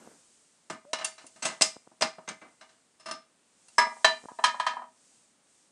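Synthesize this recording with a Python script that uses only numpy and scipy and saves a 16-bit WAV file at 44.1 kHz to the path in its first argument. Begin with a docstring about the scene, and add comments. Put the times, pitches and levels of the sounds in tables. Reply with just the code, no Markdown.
"""Fingers rub and tick on a hand-held camera's case and a sleeve rustles, over faint room air.
Close by, an iron lifting tool clinks and scrapes on the latch of a small cast-iron stove; a pivot squeaks.
The tool turns the door handle and clanks down on the tray; then the air wheel rattles and rocks to rest.
Every contact chatters briefly and rings the iron's modes; the garage's block walls add a short echo."""
import sys
import numpy as np
from scipy import signal
from scipy.fft import rfft, irfft, next_fast_len
from scipy.io import wavfile

SR = 44100
rng = np.random.default_rng(int(sys.argv[2]) if len(sys.argv) > 2 else 0)


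def write(x):
    x = np.atleast_2d(x).T
    wavfile.write(sys.argv[1], SR, np.round(np.clip(x, -1, 1) * 32767).astype(np.int16))


N = 251811
RING_N = int(.5 * SR)
TIME_S = np.arange(N) / SR
AGE_S = np.arange(RING_N) / SR


def undb(db):
    """Decibels to gain."""
    return 10 ** (np.asarray(db) / 20)


def unit_rms(x):
    """Scale to rms 1."""
    return x / np.sqrt(np.mean(x ** 2))


def decay(t60_s):
    """Exponential envelope, RING_N samples."""
    return np.exp(-np.log(1000) * AGE_S / t60_s)


def add(out, time_s, sound):
    """Mix a sound in at time_s."""
    start = max(int(time_s * SR), 0)
    out[start:start + len(sound)] += sound[:len(out) - start]


def colour(x, points):
    """Minimum-phase filter through (frequency [Hz], gain [dB]) points."""
    size = next_fast_len(len(x) + RING_N, True)
    size += size % 2
    hz, db = np.transpose(points)
    bin_hz = np.arange(size // 2 + 1) * SR / size
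    gain = undb(np.interp(np.log(bin_hz + 1), np.log(hz), db))
    cepstrum = irfft(np.log(gain))
    cepstrum[1:size // 2] *= 2
    cepstrum[size // 2 + 1:] = 0
    return irfft(rfft(x, size) * np.exp(rfft(cepstrum)))[:len(x)]


# Finger pushes on the case: (time [s], level [dB])
FINGER_TICKS = [(0.0751, -33.5), (.117, -47), (.852, -40), (1.7667, -31), (1.875, -37), (4.24, -35),
                (4.2569, -28.5), (4.3185, -33.5)]


def fingers(half_width_s=.00028, lead_s=.0041, grip_db=-57, hold_s=.097, release_db_per_s=130):
    """Dry pushes reach the microphone through the case; a low rub dies as the grip settles."""
    pushes = np.zeros(N)
    pulse = -np.exp(-(AGE_S / half_width_s - 3) ** 2)
    for time_s, db in FINGER_TICKS:
        start_s = time_s - 3 * half_width_s
        add(pushes, start_s - lead_s, undb(db - 11) * pulse)  # lighter touch first
        add(pushes, start_s, undb(db) * pulse)
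    ticks = signal.sosfilt(signal.butter(2, 170, "high", fs=SR, output="sos"), pushes)
    rub_spectrum = [(70, -34), (180, -7.5), (280, -6.5), (600, -13), (1400, -17.5), (4000, -34)]
    rub = unit_rms(colour(rng.standard_normal(N), rub_spectrum))
    grip = undb(grip_db - release_db_per_s * np.maximum(TIME_S - hold_s, 0))
    return ticks + rub * grip


# Arm moves: (centre time [s], level [dB], half-width [s])
SLEEVE_STROKES = [(.1, -63, 0.52), (1.4, -63, 0.48), (2.448, -70.5, 0.51), (4.0, -58.5, 0.38),
                  (4.5, -61.5, 0.28), (5.12, -64, 0.2), (5.58, -67, 0.15)]


def sleeve():
    """Cloth hisses, swelling and fading with each move of the arm."""
    spectrum = [(1000, -18), (4000, -10.5), (6500, -3), (8500, -.5), (9800, -8.5), (11500, -28)]
    hiss = unit_rms(colour(rng.standard_normal(N), spectrum))
    swells = [undb(db) * np.exp(-((TIME_S - centre_s) / half_width_s) ** 2)
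              for centre_s, db, half_width_s in SLEEVE_STROKES]
    return hiss * np.linalg.norm(swells, axis=0)


# Still-room spectrum: (frequency [Hz], relative level [dB])
AIR_SPECTRUM = [(18, -63.5), (30, -27.5), (234, -1.5), (428, -7), (473, -6.5), (623, -7), (1230, -10),
                (2350, -13), (5800, -15), (8880, -10.5), (12000, -34), (15600, -65.5), (22000, -120)]


def room_air(rms_db=-69):
    """Steady faint noise of the still room."""
    return undb(rms_db) * unit_rms(colour(rng.standard_normal(N), AIR_SPECTRUM))


# Response to contact: part -> (bass [dB], top [dB], ring [dB], rebound [dB])
PART_RESPONSE = { "latch": (-2, 1, 2.5, -10.5), "jaw": (-10, -8, -0.5, -32), "shank": (-19, -2, -2.5, -22),
                 "pivot": (-6, -5.5, -3, -19.5), "catch": (-7, -9.5, -6, -26),
                 "spindle": (-1.5, -5.5, -3.5, -15), "handle": (-3, -13, 3, -11.5),
                 "tray": (-22.5, -6.5, 5.5, -16), "base": (-27, -9.5, 1.5, -14.5),
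                 "wheel": (-28, -15, 4, -12), }
# Clinks and clanks: (time [s], part voicing it, level [dB], treble tilt [dB/oct], chatter [ms])
# The row at 3.684 s is a very faint high tick.
CLINKS = [ (0.6989, "latch", -38.5, -1.46, 5.4), (0.9317, "jaw", -32, 2, 1.4),
          (1.0448, "shank", -40.5, 5, 5.7), (1.265, "shank", -72, 9, 4.4), (1.452, "pivot", -33.5, 4, 6.2),
          (1.610, "pivot", -29, 2.4, 4.1), (1.6194, "catch", -36, 11.5, 0.77),
          (2.0096, "latch", -36.5, 1, 4.3), (2.0205, "catch", -25, 2.5, 2.2),
          (2.2765, "spindle", -37.5, -3.5, 9.4), (2.288, "spindle", -44, 3, 1),
          (2.61, "jaw", -51.5, -0.5, 10.5), (3.1117, "handle", -44, 4.5, 0.51),
          (3.684, "shank", -68, 3.5, .7), (3.7812, "tray", -24.5, -0.16, 11),
          (4.045, "base", -20.5, 0.6, 3.4), (4.439, "wheel", -26, 3.5, 7.1),
          (4.598, "wheel", -35, -0.5, 5.8), (4.665, "wheel", -31, 0.5, 8.8), ]


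def clinks(rebound_s=.026, rebound_ms=5.5):
    """Yield contacts: each clink, clank or tick, then its weaker, dry rebound."""
    for time_s, part, db, tilt_db_oct, chatter_ms in CLINKS:
        rebound_db = PART_RESPONSE[part][-1]
        yield time_s, part, "hard", db, tilt_db_oct, chatter_ms
        yield time_s + rebound_s, part, "rebound", db + rebound_db, tilt_db_oct, rebound_ms


def mode_pairs(hz, t60_s, split_hz=(11, 24.2), twin_gain=.4):
    """One decaying tone per mode; uneven castings add a weaker twin that drifts out of step."""
    phase = 2 * np.pi * rng.random((len(hz), 1))
    twin_hz = hz + rng.choice([-1, 1], len(hz)) * rng.uniform(*split_hz, len(hz))
    tone = np.sin(2 * np.pi * hz[:, None] * AGE_S + phase)
    twin = np.sin(2 * np.pi * twin_hz[:, None] * AGE_S + phase)
    return (tone + twin_gain * twin) * decay(t60_s[:, None])


# Struck places: (latch, handle, tray, base, wheel)
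STOVE_PLACES = ("latch", "handle", "tray", "base", "wheel")
# Ironwork modes: (frequency [Hz], t60 [s], then level [dB] at each place)
IRON_MODES = [ (247, 0.44, -25.5, -26, -2, 1, 3), (411.6, 0.25, -13.5, -21, 2.5, 5, -29),
              (639.3, .24, 0.5, 3, -4.5, 2, -5.5), (648.1, 0.27, -19.5, -18, -8, 2.5, -22),
              (862, 0.23, -15, -56, -18, -14.5, -16.5), (938, 0.26, -16, -40, -10.5, -11.5, -11),
              (966.4, 0.19, -18, -23, 7, -3, 2.5), (989, 0.13, -14, -3.5, 2.5, 3.5, 9.5),
              (1024, .20, -9, -32, -5.5, -11.5, -9), (1198, 0.27, -10, -1, -2.5, -9, -14),
              (1250, 0.26, -4.5, -1, -3, -16, 1), (1557, .22, -7, -6.5, -20.5, -22.5, -15.5),
              (1660, 0.26, -29.5, -30, 1.5, -25.5, -3), (1763, 0.19, -7, -8.5, -3, 4, -5),
              (1817, 0.36, -21.5, -30, -14, -16.5, -11), (1954, 0.22, -18.5, -39, -12.5, -7, -10),
              (2000, 0.3, -16, -39, -7, -22, -24), (2106, 0.3, -14, -19.5, -12.5, -22.5, -22),
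              (2157, 0.23, -11, -19, -4.5, -18, -14.5), (2370, 0.34, -18, -22, -14, -16.5, -24),
              (2465, 0.28, -21, -33, -23, -15, -16), (2746, 0.1, -5, -5, -22.5, -20, -28.5),
              (2869, 0.27, -12.5, -21, -20, -10.5, -37.5), (3117, 0.17, -20.5, -37, -22.5, -1, -4),
              (3200, 0.15, -20.5, -27, -22.5, -3, -4.5), (3991, 0.26, -21.5, -25, -14, 4, -15.5),
              (4085, 0.1, -11.5, -12, -8, -14.5, -7.5), (4240, 0.17, -19.5, -19, -21, -11.5, -11.5),
              (4745, .23, -20.5, -31, -15, -7.5, -32.5), (5247, 0.16, -8.5, 0, 2.5, -15.5, -23), ]
# Lifting-tool overtones: (frequency [Hz], t60 [s], then level [dB] at each place)
TOOL_MODES = [ (5950, 0.092, -4, -10.5, -4.5, -8.5, -34.5), (7810, 0.13, -10.5, -9, -4, -6.5, -6.5),
              (9086, 0.12, -12.5, 2, -19, -17, -3.5), (10120, 0.1, -16.5, -6, -1.5, -13.5, -10.5), ]
# Small steel parts at the latch: part -> rows of (frequency [Hz], t60 [s], level [dB])
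FITTING_MODES = { "jaw": [(1593, 0.14, -27), (2910, 0.26, -7.5), (3970, 0.115, 2), (5330, 0.1, -7.5),
                 (5740, 0.098, -10), (9100, 0.065, -0.5)], "shank": [(2750, 0.098, 7.5), (4600, 0.2, -3.5),
                 (6459, 0.1, -2.5), (7260, 0.2, -4), (8080, 0.1, -3.5), (9266, 0.035, 12.5)],
                 "pivot": [(2084, 0.25, -2.5), (2020, 0.25, -8), (2680, 0.2, -4.5), (6380, .13, -5.5),
                 (7950, 0.16, 1.5), (8560, 0.14, -5)], "catch": [(636, 0.23, -0.5), (815, 0.15, 6.5),
                 (1290, 0.099, -8), (2780, 0.098, 2.5), (5020, 0.11, 2.5), (4940, 0.25, -9.5),
                 (5325, 0.12, -1.5), (5845, 0.051, -9), (5595, 0.063, -9.5), (7800, 0.18, -14)],
                 "spindle": [(1600, 0.12, 3), (2056, 0.34, 3.5), (2298, 0.22, 2), (3720, 0.11, -1.5),
                 (4270, 0.076, -11), (6320, 0.038, 9.5), (8400, 0.068, 3.5)], }


def part_modes():
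    """Each place weights the shared modes; a fitting adds its own to those of the latch."""
    hz, t60_s, *place_db = np.transpose(IRON_MODES + TOOL_MODES)
    shared = mode_pairs(hz, t60_s)
    modes = {place: undb(db)[:, None] * shared for place, db in zip(STOVE_PLACES, place_db)}
    for part, rows in FITTING_MODES.items():
        hz, t60_s, db = np.transpose(rows)
        own = undb(db)[:, None] * mode_pairs(hz, t60_s)
        modes[part] = np.vstack([modes["latch"], own])
    return modes


def chatter(chatter_ms, impacts_per_s=2500):
    """Rough faces meet in a run of tiny dying impacts; energy 1."""
    taps = rng.standard_normal(RING_N) * (rng.random(RING_N) < impacts_per_s / SR)
    taps[0] = 1
    taps *= np.exp(-AGE_S / (chatter_ms / 1000))
    return taps / np.linalg.norm(taps)


def clash(chatter_ms, crack_db=3.5, crack_t60_s=.035, wash_db=-4, wash_t60_s=.18):
    """Modes too dense to resolve: a crack drawn out by the contact, then a duller wash."""
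    pink = [(100, 23.4), (10000, 3.4)]
    crack = colour(rng.standard_normal(RING_N), pink)
    wash = colour(rng.standard_normal(RING_N), pink)
    wash = colour(wash, [(3000, 0), (10000, -4)])
    contact = np.exp(-AGE_S / (chatter_ms / 1000))
    out = np.zeros(RING_N)
    for noise, db, t60_s in (crack, crack_db, crack_t60_s), (wash, wash_db, wash_t60_s):
        power = signal.fftconvolve(decay(t60_s) ** 2, contact / contact.sum())[:RING_N]
        out += undb(db) * np.sqrt(np.abs(power)) * noise
    return out


# Manner of contact: touch -> (tilt corner [Hz], bass [dB], ring [dB])
TOUCH_RESPONSE = {"hard": (1333, 0, 0), "rebound": (1400, 8.7, -12.5), "drag": (1400, -2, 6),
                  "soft": (750, 1.3, -4.5)}
# Contact filter points: (bass [Hz], low middle [Hz], high middle [Hz], treble [Hz], top [Hz])
BANDS_HZ = (300, 750, 1400, 5000, 8800)
# Colour common to all contacts: (frequency [Hz], gain [dB])
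IRON_COLOUR = [(50, -40), (100, -23.5), (140, -12), (220, -2), (480, -6), (640, -2), (1000, 0), (1420, -1),
               (1900, -2), (3400, -4), (5200, -2.5), (6800, 0), (9000, -1.5), (11500, -23.5)]


def ironwork(weak_count=130, weak_db=-21, weak_t60_s=.071, rise_share=.2, spot_spread_db=.93):
    """Each contact rings its part's modes, a crowd of weak modes and the clash."""
    modes = part_modes()
    weak_hz = rng.uniform(1100, 10500, weak_count)
    weak_modes = mode_pairs(weak_hz, weak_t60_s * np.exp(.24 * rng.standard_normal(weak_count)))
    out = np.zeros(N)
    for time_s, part, touch, db, tilt_db_oct, chatter_ms in [*clinks(), *scrapes(), *nudges(), *rocks()]:
        bass_db, top_db, ring_db, _ = PART_RESPONSE[part]
        corner_hz, touch_bass_db, touch_ring_db = TOUCH_RESPONSE[touch]
        crowd = undb(weak_db) * rng.standard_normal(weak_count) @ weak_modes
        rattle = signal.fftconvolve(crowd, chatter(chatter_ms))[:RING_N] + clash(chatter_ms)
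        # strong modes build while the faces touch; no two contacts land on the same spot
        rise = 1 - np.exp(-AGE_S / (rise_share * chatter_ms / 1000))
        spot_db = spot_spread_db * rng.standard_normal(len(modes[part]))
        ring = rise * (undb(ring_db + touch_ring_db + spot_db) @ modes[part])
        # heavy push: bass; hard edge: treble
        octaves = np.maximum(np.log2(np.array(BANDS_HZ) / corner_hz), 0)
        bands_db = tilt_db_oct * octaves + [bass_db + touch_bass_db, 0, 0, 0, top_db]
        add(out, time_s, undb(db) * colour(ring + rattle, list(zip(BANDS_HZ, bands_db))))
    return colour(out, IRON_COLOUR)


def garage(x, wet_db=-14, t60_s=.28, delay_s=.0016):
    """Close block walls add a short dense echo."""
    impulse = rng.standard_normal(RING_N) * decay(t60_s) * (AGE_S > delay_s)
    echo = signal.fftconvolve(x, impulse / np.linalg.norm(impulse))[:N]
    return x + undb(wet_db) * echo


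def squeak(start_s=.85, length_s=.085, edge_s=.017, start_hz=535, rise_hz_per_s=1500, rms_db=-55):
    """A dry pivot gives one soft rising note as it starts to turn."""
    phase = 2 * np.pi * np.cumsum(start_hz + rise_hz_per_s * AGE_S) / SR
    envelope = np.clip(np.minimum(AGE_S, length_s - AGE_S) / edge_s, 0, 1)
    out = np.zeros(N)
    add(out, start_s, np.sqrt(2) * undb(rms_db) * envelope * np.sin(phase))
    return out


# Tool sliding on iron: (time [s], length [s], part, level [dB], treble tilt [dB/oct])
TOOL_SCRAPES = [ (0.984, .04, "jaw", -40, 0), (1.179, .02, "jaw", -51.5, 1.5),
                (1.358, .02, "latch", -57, -0.5), (1.4229, .07, "pivot", -36, 3),
                (2.414, .02, "spindle", -47, -6), (2.691, .02, "jaw", -62.5, 1.5),
                (2.997, .02, "handle", -63.5, 5), (3.058, .04, "handle", -44.5, 2.4), ]


def scrapes(slip_s=.026, chatter_ms=20, loss_db=2, dulling_db_oct=2):
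    """Yield contacts: the tool bites; longer slides drag on in slips, weaker and duller as it slows."""
    for time_s, length_s, part, db, tilt_db_oct in TOOL_SCRAPES:
        for k, lag_s in enumerate(np.arange(0, length_s, slip_s)):
            touch = "drag" if k else "hard"
            yield (time_s + lag_s, part, touch,
                   db - k * loss_db, tilt_db_oct - k * dulling_db_oct, chatter_ms)


# Padded contacts: (time [s], part, level [dB])
SOFT_NUDGES = [(1.24, "latch", -52), (1.914, "latch", -57.5), (2.182, "jaw", -41.5),
               (4.285, "wheel", -43.5), (4.387, "base", -32), (4.543, "wheel", -36), (4.734, "wheel", -40)]


def nudges(tilt_db_oct=-10, chatter_ms=3.7):
    """Yield contacts: single padded nudges with little treble."""
    for time_s, part, db in SOFT_NUDGES:
        yield time_s, part, "soft", db, tilt_db_oct, chatter_ms


# Loose pieces: (time [s], part, level [dB], first gap [s], loss per rock [dB])
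ROCKING_PIECES = [(3.867, "tray", -36, .052, 7), (4.767, "wheel", -36.5, .027, 2.5)]


def rocks(count=4, gap_ratio=.9, limp_db=-4.5, tilt_db_oct=-10, chatter_ms=2.3):
    """Yield contacts: a loose piece rocks to rest ever faster, limping on uneven feet."""
    for time_s, part, db, gap_s, loss_db in ROCKING_PIECES:
        for k in range(count):
            rock_db = db - k * loss_db + (k % 2) * limp_db
            yield time_s, part, "soft", rock_db, tilt_db_oct, chatter_ms
            time_s += gap_s * gap_ratio ** k


def scene():
    """Mono mix: stove with garage echo; fingers, sleeve and air dry."""
    air = room_air()
    stove = garage(ironwork() + squeak())
    return (fingers() + sleeve() + air + stove)[None]


def record(dry, cutoff_hz=12000):
    """The camera cuts the top with a steep low-pass."""
    return signal.sosfilt(signal.ellip(8, .2, 70, cutoff_hz, fs=SR, output="sos"), dry)


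dry = scene()
out = record(dry)
write(out)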